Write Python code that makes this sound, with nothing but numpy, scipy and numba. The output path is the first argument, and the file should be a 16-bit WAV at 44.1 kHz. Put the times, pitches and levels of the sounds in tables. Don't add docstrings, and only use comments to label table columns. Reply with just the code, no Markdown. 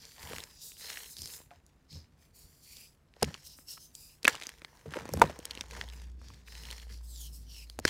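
import sys
import numpy as np
from scipy import signal
from scipy.fft import rfft, irfft
from scipy.io import wavfile
from scipy.ndimage import uniform_filter1d
from numba import njit

SR = 44100
rng = np.random.default_rng(int(sys.argv[2]) if len(sys.argv) > 2 else 0)


def master_out(mix):
    frames = np.transpose(np.atleast_2d(mix))
    ceiling = np.clip(frames, -1, 1)
    pcm = np.round(ceiling * 32767).astype(np.int16)
    wavfile.write(sys.argv[1], SR, pcm)


def boost_factor(decibels):
    exponent = np.asarray(decibels, float) / 20
    return 10 ** exponent


N = 347948


def rms_one(x):
    return x / np.sqrt(np.mean(x ** 2) + 1e-20)


def peak_one(x):
    return x / (np.abs(x).max() + 1e-20)


def drift(rate):
    r = np.exp(-80 * np.pi * rate / SR)
    slow = signal.lfilter([1], [1, -2 * r, r * r], rng.standard_normal(N // 40 + 2002))[2000:]
    return np.interp(np.arange(N) / 40, np.arange(len(slow)), rms_one(slow))


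def resonate(x, hz, width_hz):
    r = np.exp(-np.pi * width_hz / SR)
    gain = (1 - r * r) / 2
    return signal.lfilter([gain, 0, -gain], [1, -2 * r * np.cos(2 * np.pi * hz / SR), r * r], x)


@njit
def glide(x, angle, r):
    y = np.zeros(len(x))
    for i in range(2, len(x)):
        push = (1 - r * r) / 2 * (x[i] - x[i - 2])
        y[i] = push + 2 * r * np.cos(angle[i]) * y[i - 1] - r * r * y[i - 2]
    return y


def band(x, low_hz, high_hz):
    return signal.sosfilt(signal.butter(2, [low_hz, high_hz], "band", fs=SR, output="sos"), x)


def coloured(x, spectrum):
    hz, db = np.transpose(spectrum)
    grid = np.maximum(np.fft.rfftfreq(len(x), 1 / SR), 1)
    gain = boost_factor(np.interp(np.log(grid), np.log(hz), db))
    return rms_one(irfft(rfft(x) * gain, len(x)))


def grains(per_s, spread_db, clump_db, smooth):
    sizes = boost_factor(spread_db * np.minimum(rng.exponential(1, N), 5)) * rng.choice([-1, 1], N)
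    born = rng.random(N) < per_s * boost_factor(clump_db * drift(25)) / SR
    return rms_one(sizes * born) + smooth * rng.standard_normal(N)


def hollows(modes, per_s, spread_db, smooth, shift_db):
    common = grains(per_s, spread_db, 5.0, smooth)
    total = np.zeros(N)
    for k, (hz, width_hz, db) in enumerate(modes):
        own = grains(per_s, spread_db, 2.5, smooth)
        level = boost_factor(db + shift_db * drift(3.8))
        total += (-1) ** k * level * resonate(common + 1.6 * own, hz, width_hz)
    return rms_one(total)


def chips(per_s, low_hz, high_hz, quality, smooth):
    dealt = rng.integers(0, 10, N)
    ticks = grains(per_s, 3.5, 2.5, 0) + smooth * rng.standard_normal(N)
    total = np.zeros(N)
    for k, hz in enumerate(np.geomspace(low_hz, high_hz, 10)):
        total += resonate(ticks * (dealt == k), hz, hz / quality) / np.sqrt(hz)
    return rms_one(total)


def per_sample(per_ms):
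    return np.interp(np.arange(N) / SR * 1000, np.arange(len(per_ms)), per_ms)


def moves(rows, shape):
    start, length, db = np.array(rows, float)[:, :3].T[:, :, None]
    rise, fall, sag_db, lean_db = shape
    t = np.arange(0, N / SR, 1e-3) - start
    way = np.clip(2 * t / length - 1, -1, 1)
    hold = db - sag_db * way ** 2 + lean_db * way
    return hold - rise * np.maximum(-t, 0) - fall * np.maximum(t - length, 0), way


def together(rest_db, *levels_db):
    power = boost_factor(2 * rest_db) + sum(boost_factor(2 * db).sum(axis=0) for db in levels_db)
    return per_sample(10 * np.log10(power))


# (frequency [Hz], level [dB per Hz])
ROOM_SPECTRUM = [(12, -48.5), (20, -18), (60, -3), (96, -16.5), (277, -19.5), (420, -24), (1290, -31),
                 (16000, -54.5)]


def room_tone():
    air = boost_factor(-67.5 + 0.43 * drift(2.4)) * coloured(rng.standard_normal(N), ROOM_SPECTRUM)
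    hum = rms_one(resonate(rng.standard_normal(N), hz=147.4, width_hz=10))
    return air + boost_factor(-74 + 1.2 * drift(1.3)) * hum


# (time [s], firing pitch [Hz], level [dB])
ENGINE = [
    (5.4, 59.7, -60),
    (5.6, 59.24, -54.5),
    (6.02, 60, -43),
    (6.22, 62.1, -47.5),
    (6.4, 60.4, -58.5),
    (6.57, 57.2, -48.5),
    (7.21, 58.15, -43.5),
    (7.61, 55, -49.5),
    (7.89, 57.3, -59.5),
]


def distant_engine():
    t = np.arange(N) / SR
    time_s, pitch_hz, level_db = np.transpose(ENGINE)
    hz, db = np.interp(t, time_s, pitch_hz), np.interp(t, time_s, level_db)
    rise = np.clip((t - 5.2) / 0.12, 0, 1)
    return rise * np.sqrt(2) * boost_factor(db + 1.2 * drift(6)) * np.sin(2 * np.pi * np.cumsum(hz) / SR)


# (delay [s], level [dB])
WALL_ECHOES = [(.0037, -18.5)]


def tub_walls(x):
    dull = band(x, 99, 5000)
    return x + sum(boost_factor(db) * np.pad(dull, (round(s * SR), 0))[:N] for s, db in WALL_ECHOES)


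# (frequency [Hz], width [Hz], level [dB])
TUB_MODES = [(80, 23, 3), (148, 10, 0.5), (184, 79, -9), (318, 27, -20)]
# (start [s], length [s], level [dB])
TUB_BUMPS = [(0, 0.051, -62), (.21, 0.22, -53), (1.17, 0.14, -57.5), (1.92, 0.06, -50), (3.228, 0.021, -33),
             (3.26, 0.036, -40.5), (4.25, 0.14, -59.5), (4.86, 0.04, -42.5), (4.93, 0.18, -48.5),
             (5.12, 0.16, -34), (5.28, 0.57, -59.5), (5.73, 0.11, -50), (5.85, 0.63, -58.5),
             (6.48, 0.36, -60), (6.9, 0.064, -53.5), (7.03, 0.68, -62), (7.785, 0.041, -48),
             (7.86, 0.033, -46)]


def tub_rumble():
    bump_db, _ = moves(TUB_BUMPS, (1103, 241, 7.5, 0))
    shaken = hollows(TUB_MODES, 66.0, spread_db=-0.5, smooth=1.0, shift_db=1.5)
    return boost_factor(together(-71, bump_db)) * rms_one(band(shaken, 43, 420))


# (time [s], peak level [dB], pitch [Hz], t60 [s])
RINGING_BODIES = [(0.238, -43.5, 80, 0.14), (0.37, -48.5, 70, 0.3), (1.512, -42, 703, 0.095),
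                  (1.955, -40, 82.8, 0.35), (2.441, -49.5, 69, 0.23), (3.224, -20.5, 650, 0.021),
                  (3.229, -12.5, 470, 0.017), (3.229, -19.5, 2830, 0.0073), (3.232, -27, 200, 0.041),
                  (3.229, -14, 5070, 0.012), (4.252, -12.5, 2575, 0.018), (4.2784, -5, 1724, 0.016),
                  (4.858, -35.5, 452, 0.081), (5.2168, -2, 918, 0.023), (5.217, -14.5, 473, 0.05),
                  (5.217, -17, 1450, 0.015), (5.225, -18.5, 700, 0.04), (5.172, -32, 200, 0.04),
                  (4.279, -14, 1400, .02), (4.279, -15, 2200, .01), (3.772, -48.5, 1300, .03),
                  (7.16, -39, 5000, 0.0093), (1.512, -49.5, 1310, 0.034), (1.512, -56, 2400, 0.036),
                  (.31, -36.5, 450, 0.056), (4.958, -32, 441, 0.028), (4.972, -31, 450, 0.032),
                  (7.8519, -9.5, 1660, 0.01), (7.8517, -12, 4980, 0.011), (7.853, -14.5, 295, 0.0091)]


def ringing_bodies():
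    size = 16384
    out, t = np.zeros(N + size), np.arange(size) / SR
    for s, db, hz, t60 in RINGING_BODIES:
        swell = (1 - np.exp(-t * hz / 0.22)) * boost_factor(-60 * t / t60)
        wobble = rms_one(resonate(rng.standard_normal(size), hz, 0.25 * hz))
        at = round(s * SR)
        out[at:at + size] += boost_factor(db) * peak_one(swell * (0.5 * wobble - np.sin(2 * np.pi * hz * t)))
    return out[:N]


# (start [s], length [s], grit level [dB], dust re grit [dB], palm gap resonance [Hz])
SKIN_SLIDES = [(0, 0.5, -58, -3, 4540), (.2, 0.25, -53, 0.5, 4750), (0.619, 0.099, -50.5, 3.5, 7300),
               (0.781, 0.36, -53, 3.5, 4070), (1.171, 0.18, -49.5, -1.5, 4500),
               (1.305, 0.074, -51.5, 5.5, 6900), (1.662, 0.046, -74, -5, 6850),
               (1.908, 0.08, -52.5, -11, 4470), (2.19, 0.11, -70.5, -0.5, 2390),
               (2.351, 0.11, -59.5, 1, 4600), (2.423, 0.48, -69.5, 4, 4700), (3.451, .035, -52, 1, 5700),
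               (3.501, 0.06, -55, -2.5, 5540), (3.569, 0.066, -66, 9.5, 5170),
               (3.684, 0.057, -47, -1, 5350), (3.804, .07, -55, -1, 6150), (3.95, 0.14, -56.5, 1, 4850),
               (4.5, 1, -65.5, -6, 6000), (5.122, 0.15, -58.5, 0, 3764), (6.48, .35, -57, -2.5, 4195),
               (6.898, 0.077, -54, -7, 4900), (7.331, 0.05, -57.5, 5, 5170), (0.487, 0.37, -59.5, -5, 5000),
               (5.916, .06, -73, 9, 4810), (7.668, 0.093, -64, -6, 4310), (2.63, 0.029, -61.5, 4, 4730),
               (2.867, 0.036, -62.5, -1.5, 5000), (4.13, .04, -68.5, 4, 5005), (7.24, .038, -55, 2, 5600),
               (3.376, 0.054, -59.5, -6, 5200), (3.716, 0.036, -52, 1, 6500), (7.035, .05, -61.5, 1, 5300),
               (7.205, .02, -54.5, 9.5, 5500), (7.388, 0.082, -66, -7, 5120), (1.102, 0.034, -56, 8, 6960),
               (.82, 0.089, -49.5, -5, 4200), (5.694, .1, -58, -9, 6400)]
# (start [s], length [s], grit level [dB], dust re grit [dB], palm gap resonance [Hz])
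FINGER_DRAGS = [
    (2.669, 0.19, -54.5, -0.5, 4770),
    (4.04, 0.1, -62.5, 2, 4980),
    (7.085, 0.19, -52, -2, 7000),
    (7.5, 0.14, -50.5, -6, 5300),
]
DRAG_SINKING = [
    [-0.044],
    [.03],
    [0.17],
    [.08],
]
# (start [s], length [s], crumbs level [dB], grit re crumbs [dB])
LUMP_SQUEEZES = [(0, 0.08, -64.5, 10.5), (0.177, .26, -52.5, 0.5), (0.807, 0.24, -57.5, 10),
                 (1.233, 0.18, -66, -17), (1.537, 0.053, -68, -1.5), (3.147, 0.056, -68, 1),
                 (3.21, 0.12, -56.5, 7), (3.312, 0.064, -64.5, 7.5), (4.26, 0.02, -59, 5),
                 (4.284, 0.01, -34.5, 2.5), (4.306, 0.063, -56.5, 6), (4.36, 0.17, -60, 8),
                 (4.56, 0.33, -65.5, -11.5), (4.914, 0.099, -47.5, -6), (4.996, 0.36, -54, -3),
                 (5.183, 0.13, -45, -14), (5.278, 0.35, -60, 2), (5.504, 0.17, -58.5, 3),
                 (5.709, 0.13, -51, 2), (5.82, 0.25, -65, 8), (6.202, 0.19, -66, 9), (6.475, 0.35, -61, 10),
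                 (6.898, 0.03, -62.5, 5), (7.863, 0.063, -42, 8)]


def hands():
    slide, way = moves(SKIN_SLIDES, (795.5, 207, 4.5, -1.5))
    drag, drag_way = moves(FINGER_DRAGS, (400, 600, 3.9, 0.5))
    squeeze, _ = moves(LUMP_SQUEEZES, (530, 186, 6.6, 0.46))
    crushed = squeeze + np.array(LUMP_SQUEEZES)[:, 3:]
    skin = np.vstack([slide, drag])
    rows = np.vstack([SKIN_SLIDES, FINGER_DRAGS])
    dust_db = together(-86.5, skin + rows[:, 3:4], crushed - 15.5)
    grit_db = together(-81, skin, crushed)
    crumbs_db = together(-85.5, squeeze, skin - 23)
    pitch = rows[:, 4:] * (1 - np.vstack([0 * way, np.array(DRAG_SINKING) * drag_way]))
    pressing = np.vstack([0 * way, 1 + 0.33 * drag_way])
    strongest = skin.argmax(axis=0)[None]
    gap_hz, dragging = (per_sample(np.take_along_axis(v, strongest, axis=0)[0]) for v in (pitch, pressing))
    return dust_db, grit_db, crumbs_db, gap_hz, dragging


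def crumbling_bursts():
    per_s, decay_s, trickle = 120, 0.002, 0.33
    born = (rng.random(N) < per_s / SR) * np.minimum(rng.exponential(1, N), 1.6)
    return rms_one(trickle + signal.lfilter([1], [1, -np.exp(-1 / (decay_s * SR))], born + 1e-18))


GAP_LOW_MODE = 0.52
# (frequency [Hz], level [dB per Hz])
DUST_SPECTRUM = [(3240, -26.5), (5500, -4), (6670, 1), (7660, 2), (15100, -0.5), (16100, -8.5),
                 (16500, -38)]


def dust_hiss(gap_hz):
    dust = coloured(grains(9000.0, 2.3, 10.0, smooth=1.6) * boost_factor(0.7 * drift(41)), DUST_SPECTRUM)
    crossing = SR / (GAP_LOW_MODE * gap_hz)

    def echo(x):
        return 0.32 * np.interp(np.arange(N) - crossing, np.arange(N), x)

    return rms_one(dust + echo(dust + echo(dust)))


# (frequency [Hz], width [Hz], level [dB])
HAND_HOLLOWS = [(2950, 900, -30.5), (4198, 1500, 3), (5150, 570, 10.5), (6050, 2800, 2.5)]


def skin_stroke(gap_hz, dragging):
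    angle = 2 * np.pi * gap_hz / SR
    r = np.exp(-np.pi * 550 / SR)
    rub = grains(2500, 3.5, 3.0, smooth=1.2)
    gap = rms_one(glide(glide(rub, angle, r), angle, r))
    low_angle = GAP_LOW_MODE * angle
    low = rms_one(glide(glide(rub, low_angle, r), low_angle, r))
    palms = band(hollows(HAND_HOLLOWS, 760.0, spread_db=3.0, smooth=0.8, shift_db=3.0), 2900, 7000)
    return rms_one(palms + 0.6 * gap + 0.18 * low) + 0.33 * dragging * low


# (frequency [Hz], width [Hz], level [dB])
LUMP_MODES = [(456.5, 33, 10.5), (950, 140, 4.5), (1510, 260, -6.5), (1800, 400, 3)]


def crumbling_lumps(bursts):
    knocks = hollows(LUMP_MODES, 300, spread_db=3.5, smooth=0.8, shift_db=1.8)
    pieces = chips(600, 400, 2200, quality=4.1, smooth=0.25)
    return (1 + bursts) / 2 * rms_one(rms_one(band(knocks, 350, 2200)) + 0.8 * pieces)


def rubbing():
    dust_db, grit_db, crumbs_db, gap_hz, dragging = hands()
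    gap_hz = uniform_filter1d(gap_hz, size=600)
    bursts = crumbling_bursts()
    crunch = bursts * chips(3000, 1700, 6900, quality=4.0, smooth=0.31)
    breaking = np.clip((crumbs_db - grit_db + 20) / 12, 0, 1)
    stroke = skin_stroke(gap_hz, dragging)
    grit = np.sqrt(1 - 0.85 * breaking) * stroke + np.sqrt(0.85 * breaking) * crunch
    dust = dust_hiss(gap_hz) * (1 + 0.2 * breaking * (bursts - 1))
    hiss = boost_factor(dust_db) * dust + boost_factor(grit_db) * grit
    lag = 0.000757 * SR * (1 + 0.098 * drift(1.2))
    bounce = np.interp(np.arange(N) - lag, np.arange(N), band(hiss, 2700, 9800))
    return 0.74 * (hiss + 0.33 * bounce) + boost_factor(crumbs_db) * crumbling_lumps(bursts)


def fracture(hz, splinter_db, thud_db):
    t = np.arange(4096) / SR
    tear = rng.standard_normal((3, 4096))
    upper, lower = rng.uniform(0.88, 1.9, 2)
    t60 = 0.003 + 4 / hz
    width = 3 / t60
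    front = np.minimum(t / 0.00015, 1)
    run = (tear[0] + 3 * (t < 0.00015)) * front * (boost_factor(-60 * t / 0.004) + 0.2 * boost_factor(-60 * t / 0.02))
    piece = peak_one(resonate(run, hz, width))
    piece += 0.5 * peak_one(band(run, 0.4 * hz, min(2.2 * hz, 15000)))
    overtones = resonate(run, min(upper * hz, 15000), 2 * width) - resonate(run, hz / lower, width)
    piece += 0.74 * peak_one(overtones)
    thud = band(tear[1] * front * boost_factor(-60 * t / 0.022), 170, 550)
    scatter = boost_factor(-60 * t / 0.0054) + 0.18 * boost_factor(-60 * t / 0.018)
    splinter = band(tear[2] * front * scatter, 4800, 10500)
    return peak_one(piece) + boost_factor(thud_db) * peak_one(thud) + boost_factor(splinter_db) * peak_one(splinter)


# (time [s], peak level [dB], pitch of the piece [Hz], splinters re peak [dB])
POWDER_CRACKS = [(.232, -38.5, 1980, 7), (.384, -23.5, 2800, -8), (.397, -36, 3170, -5),
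                 (0.438, -23.5, 4460, -6.5), (.858, -30, 3940, -22), (.936, -36, 4400, -9),
                 (1.508, -40, 1480, -23), (.973, -22.5, 1840, -28), (1.168, -31, 5000, -2),
                 (1.185, -31, 4500, -4), (1.191, -30, 4800, -8), (1.219, -24.5, 5500, -0.5),
                 (1.233, -33, 4570, -6), (1.258, -23.5, 4570, -7), (1.275, -27, 4040, -2),
                 (1.338, -31, 4000, -15), (1.665, -41.5, 7340, -17), (1.929, -34.5, 4320, -25),
                 (2.769, -29.5, 4660, -22), (5.454, -24, 3240, 3.5), (5.51, -19.5, 4320, -20),
                 (5.552, -25.5, 3480, -14), (5.61, -13.5, 3740, -28), (5.813, -16.5, 2040, -25),
                 (5.888, -33.5, 3600, -10), (6.018, -42.5, 576, -1), (6.285, -35.5, 5020, -12),
                 (6.654, -28, 3120, -22), (6.681, -41, 3140, -22), (6.712, -22, 4230, -16),
                 (6.723, -31, 1830, -11), (.957, -35, 3800, -12), (1.206, -39, 4350, -8),
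                 (3.213, -41, 2500, -5), (5.12, -40, 5000, -8), (5.154, -37, 2200, -20),
                 (5.274, -36, 4000, -15), (5.259, -32, 2500, -11.5), (5.197, -29.5, 4460, -8.5)]
# (time [s], peak level [dB], pitch of the piece [Hz], splinters
# re peak [dB])
FURTHER_SNAPS = [(0.027, -45, 4120, -13), (0.053, -31, 5050, -12), (0.112, -40, 4690, -12),
                 (0.182, -38, 1850, -12), (0.195, -38, 4380, -12), (0.211, -38, 1820, -12),
                 (0.219, -39, 1780, -12), (0.26, -42, 756, -12), (0.267, -43, 1730, -12),
                 (0.278, -43, 1810, -12), (0.29, -37, 1910, -12), (0.299, -35, 1770, -12),
                 (0.335, -30, 538, -5), (0.404, -27, 3890, -12), (0.511, -42, 4930, -10),
                 (0.719, -34, 2800, -12), (0.769, -40, 3070, -12), (0.797, -40, 6800, -12),
                 (0.868, -32, 4020, -12), (0.896, -30, 3760, -15), (0.902, -30, 1700, -12),
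                 (1.005, -33, 1900, -12), (1.044, -35, 3040, -12), (1.061, -37, 3070, -12),
                 (1.092, -42, 7440, -12), (1.403, -41.5, 501, -12), (1.417, -50, 533, -15),
                 (3.248, -26, 4820, -12), (3.278, -38, 501, -10), (3.309, -40, 501, -12),
                 (3.35, -33.5, 1020, -17), (3.432, -45, 5290, -12), (3.472, -36, 5440, -12),
                 (3.499, -40, 5350, -12), (3.739, -37, 6750, -12)]
# (time [s], peak level [dB], pitch of the piece [Hz], splinters re peak [dB])
LATER_SNAPS = [(4.891, -43, 851, -12), (4.908, -36, 3260, -14), (4.987, -37, 1970, -12),
               (4.996, -39, 501, -12), (5.009, -36, 703, -14), (5.027, -40, 511, -12),
               (5.062, -38, 692, -12), (5.232, -28, 692, -16), (5.246, -29, 501, -14),
               (5.305, -30.5, 1150, -10), (5.475, -43, 2710, -12), (5.509, -25, 3110, -16),
               (5.513, -32, 3020, -14), (5.517, -35, 2710, -12), (5.583, -38, 3050, -12),
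               (5.633, -45, 7310, -12), (5.639, -38, 703, -12), (5.66, -43, 3840, -15),
               (5.72, -38, 3920, -14), (5.732, -39, 942, -12), (5.767, -31, 958, -12),
               (5.842, -36, 3660, -14), (6.039, -45, 4330, -12.5), (6.303, -40, 1100, -12),
               (6.344, -39.5, 3780, -12), (6.48, -41, 2360, -12), (6.553, -33, 2940, -12),
               (6.581, -38, 3840, -15), (6.636, -31, 3170, -18), (6.767, -39, 5880, -12.5),
               (6.821, -45, 5730, -12), (6.834, -46, 5560, -13), (6.869, -46, 501, -12),
               (6.924, -37.5, 4950, -12), (6.976, -42, 5350, -12), (7.01, -52.5, 939, -12),
               (7.299, -54, 573, -12), (7.34, -42, 8770, -12), (7.565, -39, 2890, -12.5)]
# (time [s], peak level [dB], pitch of the piece [Hz], splinters re peak [dB])
BLOCK_CRACKS = [(3.139, -41.5, 2960, -27), (3.244, -19, 2770, -20), (3.343, -22, 2870, -25),
                (3.778, -36.5, 1240, -34), (3.952, -43, 4900, 17), (4.231, -28, 5030, -5),
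                (4.28, 0.5, 1740, -8.5), (4.333, -26, 3320, -26.5), (4.347, -27.5, 560, -15),
                (4.353, -23.5, 2850, -8), (4.362, -30, 1660, -14), (4.373, -36.5, 3800, -9.5),
                (4.4, -32.5, 2400, -3.5), (4.414, -27, 2074, -9), (4.423, -23, 2300, -17.5),
                (4.435, -26.5, 3850, -15), (4.463, -33, 2260, -18), (4.469, -18, 5760, -24),
                (4.492, -26.5, 2000, -4), (4.648, -24, 2150, -21), (4.938, -24, 1750, -24.5),
                (4.943, -23.5, 1300, -14.5), (7.699, -26, 4650, -12), (7.878, -20, 3920, -16),
                (7.883, -36, 3880, -17)]
# (time [s], peak level [dB], pitch of the piece [Hz], splinters re peak [dB])
LUMP_CRACKS = [(0.333, -24.5, 1700, -13), (3.167, -42.5, 560, -15), (3.228, -13, 560, 1),
               (3.285, -34, 560, -29.5), (3.588, -41, 1300, -25), (4.246, -16, 2560, -2.5),
               (4.252, -15, 2610, -18.5), (4.292, -28, 1640, -22), (4.619, -33, 2260, -13),
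               (4.923, -36.5, 3120, -7), (4.959, -37, 560, -21.5), (4.969, -23.5, 840, -14.5),
               (5.055, -32, 900, -4), (5.091, -30, 1120, -3), (5.137, -22, 6370, 2),
               (5.173, -25, 860, -7.5), (5.197, -32, 560, 1.5), (5.215, -24.5, 950, -21.5),
               (5.24, -16.5, 620, -37), (5.258, -33.5, 620, -19.5), (5.297, -27, 560, -22.5),
               (5.39, -35, 6350, 3.5), (5.575, -25.5, 2690, -26), (5.754, -48, 930, -19),
               (6.216, -40, 750, -13.5), (7.79, -20, 560, -4.5), (7.798, -29.5, 6460, -5),
               (7.854, -18, 1680, 2)]


def cracks():
    events = [(*row, -25.5) for rows in (POWDER_CRACKS, FURTHER_SNAPS, LATER_SNAPS) for row in rows]
    events += [(*row, -25) for row in BLOCK_CRACKS]
    events += [(*row, -10 + 10 * (4.9 < row[0] < 5.42)) for row in LUMP_CRACKS]
    out = np.zeros(N + 4096)
    for s, db, hz, splinter_db, thud_db in events:
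        at = round((s - 0.0003) * SR)
        out[at:at + 4096] += boost_factor(db - 3) * fracture(hz, splinter_db, thud_db)
    return out[:N]


def scene():
    background = room_tone() + distant_engine()
    chalk = tub_rumble() + ringing_bodies() + rubbing() + tub_walls(cracks())
    return (background + chalk)[None]


def roll_off(x):
    return signal.sosfilt(signal.butter(12, 16810, fs=SR, output="sos"), x)


def record(dry):
    top = 0.95
    rounded = top * np.tanh(dry / top)
    treble_cut = signal.cheby2(12, 70, 17100, fs=SR, output="sos")
    return roll_off(signal.sosfilt(treble_cut, rounded))


dry = scene()
out = record(dry)
master_out(out)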